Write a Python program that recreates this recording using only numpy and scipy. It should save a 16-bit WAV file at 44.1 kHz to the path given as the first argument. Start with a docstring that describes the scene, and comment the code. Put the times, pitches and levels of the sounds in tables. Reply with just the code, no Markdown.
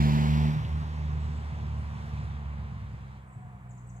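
"""A car drives away down a wooded road, heard from the verge. At first the exhaust drones under load over
tyre roar, a brief engine-bay rush and faint forest air. From 0.5 s it burbles and thuds off the throttle,
the tyres flick grit, then the revs sink and the roar dulls with distance. A small bird chirps high in the
trees from 1.2 s, a dry leaf stirs at 2 s, and a faint whine comes through near 3.4 s."""
import sys
import numpy as np
from scipy import signal
from scipy.fft import rfft, irfft
from scipy.io import wavfile
from scipy.ndimage import uniform_filter1d, map_coordinates

SR = 44100
rng = np.random.default_rng(int(sys.argv[2]) if len(sys.argv) > 2 else 0)


def pcm_store(signal):
    """Save signal as 16-bit PCM."""
    levels = np.round(np.clip(np.atleast_2d(signal), -1, 1) * 32767)
    wavfile.write(sys.argv[1], SR, levels.astype(np.int16).T)


N = 176400

# scattering by the trees: freq_hz, power_share
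TREE_SCATTER = [(150, 0.03), (500, 0.47), (1200, 0.2), (3500, 0.48), (6000, 0.26), (9000, 0.85),
                (15000, .85)]


def undb(db):
    """Decibels to gain."""
    return 10 ** (np.asarray(db) / 20)


def unit(x):
    """Scale to rms 1."""
    return x / np.sqrt(np.mean(x ** 2))


def curve(table, t=None, column=1):
    """One table column over time."""
    rows = np.array(table, float)
    return np.interp(np.arange(N) / SR if t is None else t, rows[:, 0], rows[:, column])


def at_hz(table, hz):
    """A table read on a log-frequency axis."""
    rows = np.array(table, float)
    return np.interp(np.log(hz + 1), np.log(rows[:, 0]), rows[:, 1])


def walk(rate_hz):
    """Smooth random drift, rms 1."""
    hold = max(int(SR / rate_hz), 1)
    steps = np.repeat(rng.standard_normal(N // hold + 1), hold)
    return unit(uniform_filter1d(uniform_filter1d(steps, hold), hold)[:N])


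def bins_hz():
    """Frequencies of a whole-length spectrum."""
    return np.arange(N // 2 + 1) * SR / N


def pan(x, right_db):
    """Raise the right side over the left by right_db."""
    return np.array([x[0] * undb(-right_db / 2), x[1] * undb(right_db / 2)])


def from_car(x, stretch=1):
    """Direct path from the receding car: later on the left."""
    # left delay: time_s, delay_ms
    left_lag = [(0, 0.42), (.3, 0.38), (.8, 0.32), (1.4, 0.29), (2.4, 0.28), (4, 0.25)]
    lag_samples = stretch * curve(left_lag) * SR / 1000
    return np.array([map_coordinates(x, [np.arange(N) - lag_samples], mode="mirror"), x])


def woods(x, t60_s):
    """Diffuse echo from the trees, different on each side."""
    tails = rng.standard_normal((2, SR)) * np.exp(-np.log(1000) * np.arange(SR) / SR / t60_s)
    return np.array([signal.fftconvolve(x, tail / np.linalg.norm(tail))[:N] for tail in tails])


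def pipe_ring():
    """The exhaust pipe's response to one puff, peak 1."""
    # pipe response: freq_hz, gain_db
    response = [(20, -27), (45, -22.5), (65, -1), (110, 6.5), (150, -1), (190, -6.5), (240, -15),
                (290, -32), (450, -35.5), (1500, -58), (12000, -120)]
    cepstrum = irfft(np.log(undb(at_hz(response, bins_hz()))), N)
    cepstrum[1:N // 2] *= 2  # fold to minimum phase
    cepstrum[N // 2 + 1:] = 0
    ring = irfft(np.exp(rfft(cepstrum)), N)[:SR // 10]
    return ring / np.abs(ring).max()


def exhaust(cycles):
    """A drone that stumbles off the throttle; uneven firings and single thuds ring the pipe."""
    # firing harmonics 1-3: time_s, level_db
    first = [(0, -26), (.19, -33), (.3, -29), (.43, -27.5), (.54, -40), (.66, -35), (.74, -29),
             (.87, -35.5), (1.05, -32), (1.3, -32), (1.5, -37), (1.72, -33.5), (2, -41), (2.14, -36.5),
             (2.6, -37.5), (2.95, -42), (3.15, -48), (3.27, -56), (3.55, -51), (3.64, -56), (4, -50)]
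    second = [(0, -22), (.2, -25), (.48, -25.5), (.58, -31), (.67, -43), (.77, -31.5), (.88, -41),
              (1.02, -34.5), (1.4, -43), (2.4, -44.5), (3, -50), (3.55, -52), (3.7, -43), (3.8, -46.5),
              (4, -45.5)]
    third = [(0, -29.5), (.18, -30.5), (.31, -34), (.48, -33), (.58, -50), (1.3, -54), (1.85, -51),
             (3.5, -59), (4, -55)]
    # higher harmonics: multiple, level_re_third_db
    overtones = [(4, -18.5), (5, -19), (9, -28)]
    # uneven firings: time_s, level_db
    burble_level = [(0, -49), (.5, -51), (.6, -39), (.8, -42), (1, -46), (1.25, -42), (2.25, -40.5),
                    (2.5, -45), (2.8, -40), (3.25, -54), (3.42, -43), (3.62, -54.5)]
    # exhaust thuds: start_s, peak_db
    thud_peaks = [(.565, -24.5), (.593, -26), (.645, -25), (.685, -30), (1.13, -31), (1.296, -31),
                  (1.525, -31), (1.79, -32), (2.133, -28), (2.19, -30), (2.22, -30), (2.247, -29),
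                  (2.343, -30), (2.456, -31), (2.587, -29.5), (2.72, -28), (2.764, -30), (2.823, -31),
                  (2.94, -30), (3.366, -33.5), (3.448, -36)]
    wobble_db, stumble_db, lope = .5, 2.1, .25

    harmonics = [(1, curve(first)), (2, curve(second)), (3, curve(third))]
    harmonics += [(round(k), curve(third) + db) for k, db in overtones]
    stumble = np.minimum(undb(curve(burble_level) - curve(second)), 1)
    drone = 0
    for k, db in harmonics:
        drift_db = (wobble_db + stumble_db * stumble * (k > 1)) * walk(rate_hz=24)
        drone -= np.sqrt(2) * undb(db + drift_db) * np.cos(2 * np.pi * k * (cycles - 1 / 4))

    firings = np.flatnonzero(np.diff(np.floor(cycles)))
    puffs, thuds, ring = np.zeros(N), np.zeros(N), pipe_ring()
    strong_weak = (-1) ** np.arange(len(firings))
    puffs[firings] = rng.uniform(-1, 1, len(firings)) + lope * strong_weak
    for start_s, peak_db in thud_peaks:
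        thuds[int(start_s * SR)] = undb(peak_db)
    burble = unit(signal.fftconvolve(puffs, ring)[:N]) * undb(curve(burble_level))
    sputter = burble + signal.fftconvolve(thuds, ring)[:N]
    direct = from_car(drone + sputter, stretch=1.45)  # bass bends round the listener: longer delay
    return direct + undb(-14.5) * woods(sputter, t60_s=.55)


def tyres():
    """Tread roar, part direct, part scattered; distance dulls it and the air makes it flutter."""
    # roar: time_s, level_db, treble_db_per_octave, bass_db_per_octave
    roar = [(0, -41.5, -1, 7), (.45, -39.5, -6, -10.5), (.68, -43.5, -3, 0), (1, -44.5, -2.5, 1),
            (1.35, -44.5, -3, 0.5), (1.8, -46.5, -2.5, -0.5), (2.15, -44.5, -2.5, -3),
            (2.45, -46.5, -5.5, -2.5), (2.8, -48, -5.5, -5), (3.17, -52.5, -4.5, -0.5),
            (3.28, -52.5, -17.5, -6), (3.55, -53.5, -17, -2), (4, -55.5, -17, 1)]
    # tread spectrum: freq_hz, density_db
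    spectrum = [(30, -5), (150, 14), (300, -3), (450, -1), (600, -3.5), (800, 0.5), (1040, 2.5),
                (1350, -3.5), (1950, -6), (2600, -10), (3700, -13.5), (4600, -18), (5800, -20), (7200, -21),
                (9800, -29.5), (11800, -34), (15500, -41)]
    treble_hz, bass_hz, flutter_db = 2180, 785, 1.0
    hz, t, noise = signal.stft(rng.standard_normal((3, N)), SR, nperseg=1024)
    colour = unit(undb(at_hz(spectrum, hz)))[:, None]
    treble_octaves = np.log2(1 + (hz / treble_hz) ** 4)[:, None] / 4
    bass_octaves = np.clip(np.log2(bass_hz / (hz + 1)), 0, 1)[:, None]
    tilt_db = treble_octaves * curve(roar, t, column=2) + bass_octaves * curve(roar, t, column=3)
    flutter = uniform_filter1d(rng.standard_normal(noise.shape[1:]), size=14, axis=0)
    flutter = unit(uniform_filter1d(flutter, size=7, axis=1))
    gain = undb(curve(roar, t) + tilt_db + flutter_db * flutter)
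    scatter = np.clip(at_hz(TREE_SCATTER, hz), 0, 1)[:, None]
    paths = np.sqrt([1 - scatter, scatter, scatter])  # direct, left, right
    sound = signal.istft(noise * paths * colour * gain, SR)[1][:, :N]
    return from_car(sound[0]) + sound[1:]


def engine_rush(cycles):
    """Fan and intake noise that throbs with the firings and soon fades."""
    # engine-bay spectrum: freq_hz, density_db
    spectrum = [(40, -17), (200, 8.5), (400, -2.5), (700, -1.5), (890, 5.5), (1350, -9), (1900, -6),
                (2400, -5.5), (3000, -9.5), (3700, -11), (4700, -14.5), (6200, -21), (7700, -23.5),
                (9500, -32.5), (11700, -27.5), (15500, -37)]
    # rush: time_s, level_db
    level = [(0, -35), (.3, -37.5), (.47, -40.5), (.62, -48.5), (.9, -58), (1.5, -82)]
    hz = bins_hz()
    noise = rfft(rng.standard_normal((3, N))) * unit(undb(at_hz(spectrum, hz)))
    scatter = np.clip(at_hz(TREE_SCATTER, hz), 0, 1) ** 1.64
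    paths = np.sqrt([1 - scatter, scatter, scatter])  # direct, left, right
    throb = 1 + .069 * np.cos(2 * np.pi * cycles)
    sound = irfft(noise * paths, N) * undb(curve(level)) * throb
    return from_car(sound[0]) + sound[1:]


def forest_air():
    """Low rumble and faint high hiss; the bass is alike on both sides."""
    # still air: freq_hz, density_db
    spectrum = [(20, -7), (60, 1.5), (200, 6), (500, -29), (1500, -13.5), (2300, -13.5), (3000, -27.5),
                (5600, -34), (7500, -23), (9000, -28.5), (10500, -34.5), (15500, -36)]
    level_db, wide_from_hz = -63, 700
    hz = bins_hz()
    mid, side = rfft(rng.standard_normal((2, N))) * undb(at_hz(spectrum, hz))
    side *= np.minimum(hz / wide_from_hz, 1)
    return undb(level_db) * unit(irfft(np.array([mid + side, mid - side]), N))


def grit():
    """Grit flicked by the tyres: each tick a fast-dying band of noise."""
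    # ticks: start_s, centre_hz, level_db
    ticks = [(.534, 13500, -59), (.648, 3010, -45)]
    decay_cycles = 25
    sound, t = np.zeros(N), np.arange(SR // 20) / SR
    for start_s, hz, level_db in ticks:
        band = signal.butter(4, [.8 * hz, min(1.2 * hz, .45 * SR)], "bandpass", fs=SR, output="sos")
        noise = unit(signal.sosfilt(band, rng.standard_normal(len(t))))
        start = int(start_s * SR)
        sound[start:start + len(t)] += undb(level_db) * noise * np.exp(-t * hz / decay_cycles)
    return from_car(sound)


def bird():
    """Thin warbling slurs on the left; most hang, then dive. The trees smear them."""
    # notes: start_s, length_s, from_hz, to_hz, level_db
    notes = [(1.196, 0.045, 7870, 7400, -71), (1.242, .035, 7600, 6500, -69.5),
             (1.356, 0.027, 7900, 7500, -68.5), (1.774, 0.052, 8900, 8100, -76),
             (2.231, 0.029, 9375, 8800, -77), (3.259, 0.069, 8750, 7400, -78),
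             (3.311, 0.051, 7700, 7900, -72), (3.688, 0.028, 7690, 7370, -67),
             (3.702, .023, 7600, 5600, -63.5), (3.77, 0.02, 7500, 5500, -66),
             (3.866, 0.024, 8000, 8250, -67), (3.885, 0.024, 7800, 5600, -62.5),
             (3.958, 0.018, 7500, 5700, -66)]
    song, warble_hz = np.zeros(N), 330 * walk(rate_hz=1500)
    for start_s, length_s, from_hz, to_hz, level_db in notes:
        span = np.arange(int(start_s * SR), min(int((start_s + length_s) * SR), N))
        progress = np.linspace(0, 1, len(span))
        pitch_hz = from_hz + (to_hz - from_hz) * progress ** 1.5 + warble_hz[span]
        envelope = undb(level_db) * np.sin(np.pi * progress ** .8)
        song[span] += envelope * np.sin(2 * np.pi * np.cumsum(pitch_hz) / SR)
    # the trees echo each chirp in a diffuse, high tail
    echo_feed = signal.sosfilt(signal.butter(4, 5500, "highpass", fs=SR, output="sos"), song)
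    return pan(song + undb(3) * woods(echo_feed, t60_s=.72), right_db=-10)


def leaf_rustle():
    """A dry leaf stirs close by: a brief, crinkly hiss."""
    # rustle: time_s, level_db
    level = [(2.0, -94), (2.05, -77), (2.092, -72), (2.16, -100)]
    # leaf spectrum: freq_hz, density_db
    spectrum = [(2000, -25.5), (5500, 4), (15500, -10)]
    colour = undb(at_hz(spectrum, bins_hz()))
    hiss = unit(irfft(rfft(rng.standard_normal((2, N))) * colour, N))
    crinkle_db = 4 * walk(rate_hz=400)
    return hiss * unit(undb(crinkle_db)) * undb(curve(level))


def whine(cycles):
    """A blurred tone that sinks with the car's speed."""
    # whine: time_s, level_db
    level = [(0, -86), (3.15, -75), (3.42, -57.5), (3.75, -68.5), (4, -65)]
    firing_order, width_hz = 11.45, 26
    phase = 2 * np.pi * firing_order * cycles
    tone = walk(2 * width_hz) * np.cos(phase) + walk(2 * width_hz) * np.sin(phase)
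    return from_car(undb(curve(level)) * tone)


def scene():
    """The receding car, the bird and the forest."""
    # engine firings: time_s, rate_hz
    firing_rate = [(0, 73.73), (.39, 75.35), (.82, 75.7), (2.05, 72.71), (2.44, 71.1), (3.3, 64.63),
                   (4, 59.96)]
    # exhaust balance: time_s, right_over_left_db
    balance = [(0, 1.4), (2.7, 1.3), (3.3, .4), (4, 0)]
    cycles = np.cumsum(curve(firing_rate)) / SR
    rolling = tyres() + engine_rush(cycles) + whine(cycles) + grit()
    car = pan(exhaust(cycles), curve(balance)) + pan(rolling, right_db=.7)
    return car + bird() + forest_air() + leaf_rustle()


def record(dry):
    """Short fades at both ends, then a steep low-pass."""
    fade_s, cutoff_hz = .004, 15750
    fades = signal.windows.tukey(N, 2 * fade_s * SR / N)
    return signal.sosfilt(signal.ellip(10, .2, 80, cutoff_hz, fs=SR, output="sos"), dry * fades)


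dry = scene()
out = record(dry)
pcm_store(out)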